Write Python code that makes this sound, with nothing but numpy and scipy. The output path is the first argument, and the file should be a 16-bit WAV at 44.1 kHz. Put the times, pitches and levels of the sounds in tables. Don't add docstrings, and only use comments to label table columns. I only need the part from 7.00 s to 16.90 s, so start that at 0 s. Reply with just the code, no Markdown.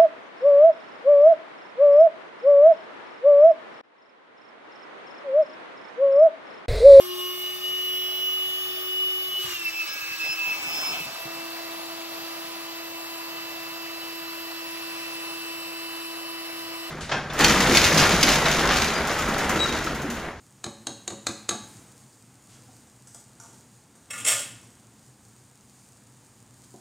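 import sys
import numpy as np
from scipy import signal
from scipy.fft import rfft, irfft
from scipy.io import wavfile
from scipy.ndimage import uniform_filter1d

SR = 44100
rng = np.random.default_rng(int(sys.argv[2]) if len(sys.argv) > 2 else 0)


def output_pcm(signal):
    pcm = np.clip(np.atleast_2d(signal).T, -1, 1) * 32767
    wavfile.write(sys.argv[1], SR, np.round(pcm).astype(np.int16))


N = 436590
TIME = np.arange(N) / SR
SOUND_M_PER_S = 343
BLADES, THIRD_ORDER, FIFTH_ORDER = 8, 3, 5
SHIFT_S = 6.45

# time_s, left_port_lag_rad
WHINE_DIRECTION = [(0, 0.96), (.8, 1.86), (1.2, 1.53), (1.75, 2.8), (1.95, 2.36), (2.1, 3), (2.26, 2.86),
                   (2.35, 0.4), (2.6, 1.63), (3.52, 1.07), (3.62, 2.86), (4.3, 0.89), (6.3, 1.97),
                   (7, 0.89), (8, 1.62), (9.9, 1.15)]
# peak_level_db, echo_to_direct_ratio
ECHO_BY_LEVEL = [(-51, 1), (-51.5, 0.24), (-30, 0.26)]


def tone_character(k, db, hz, t, glide):
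    bow, free, floor = shares(t)
    beating = .73 * glide
    lag, lean_db = spectrum(PORT_RESPONSE, hz, axis=2), 0
    shake = .19 + .28 * free + .38 * glide
    wet = curve(ECHO_BY_LEVEL, db.max()) + .99 * free + beating
    if k == 1:
        lag, lean_db = lag + .51 * bow, 4.5 * (1 - floor)
        shake, wet = .063 + .28 * free, .026 + .26 * free
    if k in (THIRD_ORDER, FIFTH_ORDER):
        shake, wet = .19, .12
    if k == BLADES:
        lag, wet = curve(WHINE_DIRECTION, t), .19 + .23 * free + beating
    if k == 2 * BLADES:
        lag, wet = .9 + .97 * floor * (t < SHIFT_S), .19 + beating
    if k in (BLADES, 2 * BLADES):
        shake = .085 + .2 * glide
    if k == BLADES + 1:
        shake, lag = .26 + .28 * free, np.full(len(t), 1.36)
    return lag, lean_db, shake, wet


def motor(jitter=0.00034, free_jitter=0.00091, echo_s=.04, held_m_per_s=0.051, carried_m_per_s=.7):
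    t, shaft = TIME[::128], shaft_speed()
    speed = np.interp(t, TIME, shaft)
    uneven_shaft = shaft * (1 + (jitter + free_jitter * shares(TIME)[1]) * wander(48.0))
    turns = np.cumsum(uneven_shaft) / SR
    metres = np.cumsum(held_m_per_s + carried_m_per_s * shares(t)[1]) * t[1]
    glide = uniform_filter1d(abs(np.gradient(speed)), size=15)
    glide = glide / glide.max()
    out = np.zeros((2, N))
    for k, db in tone_levels(t):
        hz = k * speed
        lag, lean_db, shake, wet = tone_character(k, db, hz, t, glide)
        travel = metres * hz.mean() / SOUND_M_PER_S + hz * echo_s
        direct = np.array([np.ones(len(t)), np.exp(1j * lag)])
        room = port_pair(standing_waves(travel), standing_waves(travel), hz, lag)
        eddies = uniform_filter1d(rng.standard_normal(len(t)), size=6)
        tremble = 1 + shake * eddies / eddies.std()
        port_levels = amp([db + lean_db / 2, db - lean_db / 2])
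        gains = port_levels * tremble * (direct + wet * room) * np.sqrt(2 / (1 + wet ** 2))
        tone = np.exp(2j * np.pi * (k * turns + rng.random()))
        out += [(np.interp(TIME, t, gain) * tone).real for gain in gains]
    return out


# time_s, level_db (before trim)
BLADE_WHINE = [(0.0, -47), (.06, -48), (0.1, -37.5), (.138, -34), (0.153, -45), (0.2, -31.5), (.26, -30.5),
               (0.385, -36), (0.46, -29), (.55, -35.5), (0.597, -43), (0.645, -28.5), (0.95, -26),
               (1.17, -28), (1.28, -24.5), (1.83, -34.5), (2.03, -25), (2.31, -32), (2.37, -28.5),
               (2.41, -29), (2.433, -32), (2.452, -31), (2.5, -35), (2.58, -33.5), (2.642, -39),
               (2.658, -28.5), (2.692, -25), (2.706, -46), (2.75, -31), (2.82, -24), (2.85, -39),
               (2.95, -44), (2.985, -34), (2.999, -52), (3.014, -33.5), (3.09, -39.5), (3.14, -35.5),
               (3.178, -48), (3.205, -28), (3.32, -30), (3.365, -36), (3.395, -27.5), (3.52, -24.5),
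               (3.58, -38), (3.72, -34), (4.02, -37), (4.11, -47), (4.2, -41.5), (4.44, -43.5), (4.56, -47),
               (5.35, -48), (6.44, -41), (7.54, -43.5), (8.12, -40), (9.89, -48)]
# time_s, level_db
BLADE_OCTAVE = [(0, -55), (.22, -51.5), (.4, -55.5), (1.3, -55.5), (1.6, -74), (2.44, -62), (2.49, -47),
                (2.55, -45), (2.61, -50), (2.68, -45), (2.796, -42), (2.852, -60), (2.89, -37),
                (2.945, -40), (2.965, -59), (3.0, -44), (3.068, -61), (3.14, -45), (3.19, -58),
                (3.215, -40.5), (3.33, -32.5), (3.43, -63), (3.498, -39), (3.612, -50), (3.74, -34),
                (3.86, -28.5), (3.925, -35), (3.955, -52), (3.985, -40), (4.02, -53), (4.8, -56),
                (9.9, -53.5)]
# time_s, level_db
SECOND_WHINE = [(0, -47), (.45, -51), (.76, -57), (.84, -48), (1.05, -44), (1.3, -48), (1.55, -44),
                (2.1, -51.5), (2.45, -44), (2.75, -52), (3.15, -47), (3.6, -55), (3.95, -49), (4.27, -51),
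                (4.4, -50), (5, -50), (6.6, -52), (7, -49.5), (7.3, -51), (8.6, -46), (9.9, -47)]
# time_s, level_db
SHAFT_HUM = [(0, -38.5), (.13, -35), (.5, -43.5), (.95, -42.5), (1.3, -45.5), (1.64, -44), (1.7, -41.5),
             (2.15, -41.5), (2.335, -45.5), (2.36, -59), (2.395, -40), (2.437, -49), (2.46, -43),
             (2.53, -44), (2.555, -58), (2.59, -49.5), (2.85, -51.5), (2.98, -61), (3.1, -53), (4.0, -52.5),
             (4.238, -61), (4.255, -43), (6.5, -44), (7, -42.5), (9.9, -42)]
# time_s, level_db
THIRD_TONE = [(0, -49), (.28, -42), (.42, -54), (1.3, -57.5), (1.6, -55.5), (2.4, -52), (2.6, -60),
              (3.35, -62), (3.43, -46), (3.6, -52), (4.1, -57), (4.3, -50), (9.9, -48.5)]
# time_s, level_db
FIFTH_TONE = [(0, -59), (.7, -50.5), (1.2, -57), (1.6, -51), (2.4, -55), (2.84, -55), (2.91, -45.5),
              (3.04, -41), (3.07, -52), (3.12, -46), (3.35, -48.5), (3.6, -54), (4.3, -59.5), (9.9, -58.5)]
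# shaft_multiple, bow_db, free_air_db, floor_db
MOTOR_TONES = [(2, -85, -65, -47), (4, -67, -62, -70), (6, -54.5, -64, -58.5), (7, -54.5, -49, -65.5),
               (10, -58, -62, -60), (11, -66, -67, -67), (12, -61, -65, -59), (13, -59, -71, -75.5),
               (14, -52.5, -72, -53.5), (15, -58, -57, -63), (17, -65, -62, -68), (18, -57.5, -71, -60.5),
               (19, -62.5, -75, -77), (20, -76, -78, -60), (22, -67, -77, -76), (23, -54, -68, -72),
               (24, -47, -52.5, -59.5), (25, -86, -70, -64), (26, -84, -73, -69), (28, -65, -75, -102),
               (29, -73, -80, -102), (30, -74, -78, -94), (31, -66, -70, -61), (32, -42, -46, -44.5),
               (33, -62, -52, -56.5), (34, -65, -74, -64), (35, -78, -77, -66), (36, -67, -85, -73),
               (38, -77, -80, -59), (39, -64, -73, -80), (40, -44.5, -52, -51.5), (41, -65, -66, -66),
               (48, -94, -52, -83)]
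# shaft_multiple, change_db
TURNED_TONES = [(2, -3), (6, 3.5), (24, 6), (25, -6), (26, -8), (33, 4.5), (35, -7)]


def tone_levels(t, turn_s=1.5, whine_trim_db=0.23):
    turn = np.clip((t - SHIFT_S) / turn_s, 0, 1)
    turned = {k: change_db * turn for k, change_db in TURNED_TONES}
    moving = [
        (1, curve(SHAFT_HUM, t)),
        (THIRD_ORDER, curve(THIRD_TONE, t)),
        (FIFTH_ORDER, curve(FIFTH_TONE, t)),
        (BLADES, curve(BLADE_WHINE, t) + whine_trim_db),
        (BLADES + 1, curve(SECOND_WHINE, t)),
        (2 * BLADES, curve(BLADE_OCTAVE, t))]
    steady = [(k, np.array(db) @ shares(t) + turned.get(k, 0)) for k, *db in MOTOR_TONES]
    return moving + steady


START_HZ, BOW_HZ, FREE_HZ, FLOOR_HZ = 359.8, 369.4, 327.4, 332.7


def shaft_speed(spin_up_s=.68, inertia_s=.07, sag_hz_per_s=.03, shift_hz=.36):
    bow, free, floor = shares(TIME)
    spin_up = BOW_HZ + (START_HZ - BOW_HZ) * np.exp(-TIME / spin_up_s)
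    sag = sag_hz_per_s * np.cumsum(floor) / SR + shift_hz * (TIME > SHIFT_S)
    aim = bow * spin_up + free * FREE_HZ + floor * (FLOOR_HZ - sag)
    keep = np.exp(-1 / (inertia_s * SR))
    return spin_up + signal.lfilter([1 - keep], [1, -keep], aim - spin_up)


# freq_hz, bow_db_per_hz, free_air_db_per_hz, floor_db_per_hz
AIR_RUSH = [(30, -102.1, -101.7, -100.1), (70, -91, -94, -90.5), (149, -85.5, -82, -85),
            (242, -92.5, -89, -88.5), (527, -80.5, -79, -77.2), (650, -81, -79.5, -76.5),
            (1530, -81, -75.5, -77), (2480, -80, -69, -76.5), (3470, -78.5, -78.5, -80.5),
            (4280, -81, -72, -75), (5990, -84.5, -77, -86), (9500, -99.5, -96, -109.5),
            (10500, -112.5, -92, -102), (11700, -84, -86, -107), (13000, -89, -83, -87),
            (14800, -85, -86.5, -89)]
# centre_hz, width_hz, bow_db, free_air_db, floor_db
RESONANCES = [(156, 41, 4.5, 6, 6.5), (207, 39, -1, -17, -5), (657, 58, 5.5, -13, 2.5), (851, 42, 13, 8, 1),
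              (922, 108, -12, -4, 0.5), (1197, 182, 12, 5.5, 5.5), (1885, 145, -2.5, -6.5, 4),
              (2220, 160, 2.5, -3, 0), (3560, 260, 9.5, 7.5, 2.5), (4770, 250, 7, -2, 4.5),
              (7780, 1300, 8.5, 7, 16)]
PATCHY_DB, RIPPLE_DB = (1.1, 1.6, .9), (2.2, 1.7, 1.3)


def air(air_trim_db=-1.5, swell_db=0.58, swell_hz=1.1, open_direct=0.35, flow_lag_s=.03, ripple_from_hz=500):
    noise = rng.standard_normal((2, N))
    hz, t, (one, other) = signal.stft(noise, SR, nperseg=1024, noverlap=768)
    colour = np.array([spectrum(AIR_RUSH, hz, axis=k) for k in (1, 2, 3)]).T
    for centre, width, *db in RESONANCES:
        colour = colour + np.outer(1 / (1 + (2 * (hz - centre) / width) ** 2), db)
    swell = swell_db * np.interp(t, TIME, wander(swell_hz))
    rush = amp(colour @ shares(t - flow_lag_s) + swell + air_trim_db)
    eddies = uniform_filter1d(rng.standard_normal(one.shape), size=12, axis=0)
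    eddies = uniform_filter1d(eddies, size=10, axis=1)
    patches_db = np.array(PATCHY_DB) @ shares(t) * eddies / eddies.std()
    comb_db = np.array(RIPPLE_DB) @ shares(t) * ripple(t, hz) * (hz > ripple_from_hz)[:, None]
    size = np.sqrt((rush ** 2 + gusts(t, hz)) * SR / 2) * amp(patches_db + comb_db)
    hz = hz[:, None]
    lag, lean_db = spectrum(PORT_RESPONSE, hz, axis=2), spectrum(PORT_RESPONSE, hz, axis=3)
    ports = port_pair(one, other, hz, lag, open_direct * shares(t)[1])
    ports = ports * amp([lean_db / 2, -lean_db / 2])
    return signal.istft(ports * size, nperseg=1024, noverlap=768)[1][:, :N]


# full_s, attack_s, hold_s, release_s, edge_hiss_db, roar_db, roar_pitch_ratio, buffet_db (before trim)
AIR_GUSTS = [(2.41, 0.015, 0.13, 0.11, -0.5, -30, 0.91, -26), (2.46, .006, 0.051, .06, -5, -8, 1.9, -10),
             (3.75, 0.27, 0.19, 0.19, -1.5, -0.5, 1.19, 3), (3.798, 0.037, .03, .04, -20, 4.5, 1.26, -12),
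             (3.924, 0.017, .03, .012, -17, -2, 4.6, -22), (4.183, 0.43, 1.03, 2, -10, -6.5, 1.05, -8.5)]
# freq_hz, level_db_per_hz (before each gust's level)
EDGE_HISS = [(100, -105), (900, -88), (2000, -76), (3800, -74), (6500, -77.5), (10500, -81.5), (13000, -84),
             (16000, -86)]
# freq_hz, level_db_per_hz (before each gust's pitch and level)
JET_ROAR = [(130, -103), (420, -81.5), (620, -64.5), (780, -70), (1250, -76), (2000, -88), (4000, -92),
            (16000, -104)]
# freq_hz, level_db_per_hz (before each gust's level and trim)
HULL_BUFFET = [(30, -125), (90, -100), (130, -80.5), (260, -73.5), (420, -74.5), (800, -93), (3000, -120)]


def gusts(t, hz, buffet_trim_db=-4.0, lumpy_db=1.0, lumpy_hz=22.):
    power, lumps = 0, amp(lumpy_db * np.interp(t, TIME, wander(lumpy_hz)))
    for s, attack, hold, release, edge_db, jet_db, pitch, skin_db in AIR_GUSTS:
        build, decay = np.minimum(t - s, 0) / attack, np.maximum(t - s - hold, 0) / release
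        shape = np.exp(build - decay)
        hiss = amp(spectrum(EDGE_HISS, hz) + edge_db)
        roar = amp(spectrum(JET_ROAR, hz / pitch) + jet_db)
        buffet = amp(spectrum(HULL_BUFFET, hz) + skin_db + buffet_trim_db)
        power = power + np.outer(hiss ** 2 + roar ** 2, shape ** 2)
        power = power + np.outer(buffet ** 2, (shape * lumps) ** 2)
    return power


def ripple(t, hz, held_m_per_s=0.0542, carried_m_per_s=0.593, count=10, detour_m=(.3, 2.8)):
    metres = np.cumsum(held_m_per_s + carried_m_per_s * shares(t)[1]) * t[1]
    comb = 0
    for detour, slant in zip(rng.uniform(*detour_m, count), rng.uniform(-1, 1, count)):
        extra_path = detour + slant * metres
        comb = comb + np.cos(2 * np.pi * np.outer(hz, extra_path) / SOUND_M_PER_S)
    return comb / np.sqrt(count / 2)


def whistle(hz=4030, width_hz=34, bow_db=-59, floor_db=-54.0, lag=1.5, swell_db=5.0, swell_hz=3.0):
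    bow, _, floor = shares(TIME)
    swell = amp(swell_db * np.tanh(wander(swell_hz)))
    level = (amp(bow_db) * bow + amp(floor_db) * floor) * swell
    unsteady = wander(width_hz) + 1j * wander(width_hz)
    tone = level * unsteady * np.exp(2j * np.pi * hz * TIME)
    return np.array([tone, tone * np.exp(1j * lag)]).real


# start_s, level_db, decay_s, centre_hz
HULL_BUMPS = [(2.443, -39.5, .014, 135), (2.47, -53, .07, 80), (3.285, -49, .025, 165),
              (3.47, -50, .02, 150), (3.922, -46, .025, 155), (4.002, -38.5, .018, 170),
              (4.066, -44, .025, 140), (4.252, -42.5, .019, 140)]


def bumps(rise_s=0.0015, spread=2.9, left_db=1.5):
    out, t = np.zeros(N), TIME[:SR // 2]
    for s, db, decay, hz in HULL_BUMPS:
        band = signal.butter(2, [hz / spread, hz * spread], "band", fs=SR, output="sos")
        rumble = signal.sosfilt(band, rng.standard_normal(SR))[-len(t):]
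        thud = np.sin(2 * np.pi * hz * t) + .5 * rumble / rumble.std()
        envelope = (1 - np.exp(-t / rise_s)) * np.exp(-t / decay)
        out[round(s * SR):][:len(t)] += amp(db) * thud * envelope
    return out * amp([[left_db], [-left_db]])


# start_s, length_s, level_db, centre_hz
HULL_RUBS = [(2.438, 0.034, -48, 950), (2.475, 0.088, -42.5, 1630), (2.865, 0.067, -53, 356),
             (2.94, 0.03, -55, 386), (3.235, 0.051, -44, 520), (3.655, .045, -48, 190),
             (4.29, 0.16, -60, 200)]


def rustles(spread=1.47, grain_db=5.0, grain_hz=70., left_db=2.0):
    out, slips = np.zeros(N), amp(grain_db * wander(grain_hz))
    for s, length, db, hz in HULL_RUBS:
        band = signal.butter(2, [hz / spread, hz * spread], "band", fs=SR, output="sos")
        rub = signal.sosfilt(band, rng.standard_normal(N) * slips)
        swell = np.sqrt(abs(np.sin(np.pi * np.clip((TIME - s) / length, 0, 1))))
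        out += amp(db) * rub / rub.std() * swell
    return out * amp([[left_db], [-left_db]])


def standing_waves(travel, count=12):
    slant, start = rng.uniform(-1, 1, (count, 1)), rng.random((count, 1))
    return np.exp(2j * np.pi * (slant * travel + start)).sum(0) / np.sqrt(count)


# freq_hz, likeness_0_to_1, left_lag_rad, left_minus_right_db
PORT_RESPONSE = [(60, 0.93, 0.5, 1), (160, 0.98, -0.08, 3.5), (403, 0.94, 1.23, 3.5), (740, 0.56, 1.07, 1),
                 (1190, 0.67, 1.17, -2), (2210, 0.79, 1.5, 0.5), (3000, 0.7, 1.52, -2), (4030, 0.39, 2, 0),
                 (4880, 0.57, 3.5, -1), (5820, 0.07, 5, 0.5), (6300, 0, 7.5, 2), (8130, 1, 8.5, 0),
                 (8700, 1, 9.3, 0), (10400, 1, 9.42, 0), (10700, 0.84, 10, 6), (12500, 1, 11, -4.5),
                 (14600, 0.94, 12.5, 4)]


def port_pair(one, other, hz, lag, direct=0):
    same = np.clip(spectrum(PORT_RESPONSE, hz), 0, 1)
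    same = same + (1 - same) * np.clip(direct, 0, 1)
    right = same * one + np.sqrt(np.maximum(1 - same ** 2, 0)) * other
    return np.array([one, right * np.exp(1j * lag)])


# time_s, place (0 bow valve, 1 free air, 2 floor valve)
NOZZLE_PATH = [(2.405, 0), (2.585, 1), (3.92, 1), (4.26, 2)]


def shares(t):
    return np.maximum(1 - abs(curve(NOZZLE_PATH, t) - np.arange(3)[:, None]), 0)


def amp(db):
    return 10 ** (np.asarray(db) / 20)


def curve(rows, t=TIME, axis=1):
    rows = np.asarray(rows)
    return np.interp(t, rows[:, 0], rows[:, axis])


def spectrum(rows, hz, axis=1):
    rows = np.asarray(rows)
    return np.interp(np.log(hz + 1), np.log(rows[:, 0] + 1), rows[:, axis])


def wander(hz):
    f = np.fft.rfftfreq(N, 1 / SR)
    x = irfft(rfft(rng.standard_normal(N)) / (1 + (f / hz) ** 4), N)
    return x / x.std()


def scene():
    return motor() + air() + whistle() + bumps() + rustles()


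def record(dry, bass_hz=42., edge_hz=15780):
    thin = signal.sosfilt(signal.butter(2, bass_hz, "high", fs=SR, output="sos"), dry)
    band_limit = signal.firwin(511, edge_hz, window=("kaiser", 9), fs=SR)
    return signal.oaconvolve(thin, band_limit[None], "same")


dry = scene()
out = record(dry)
output_pcm(out)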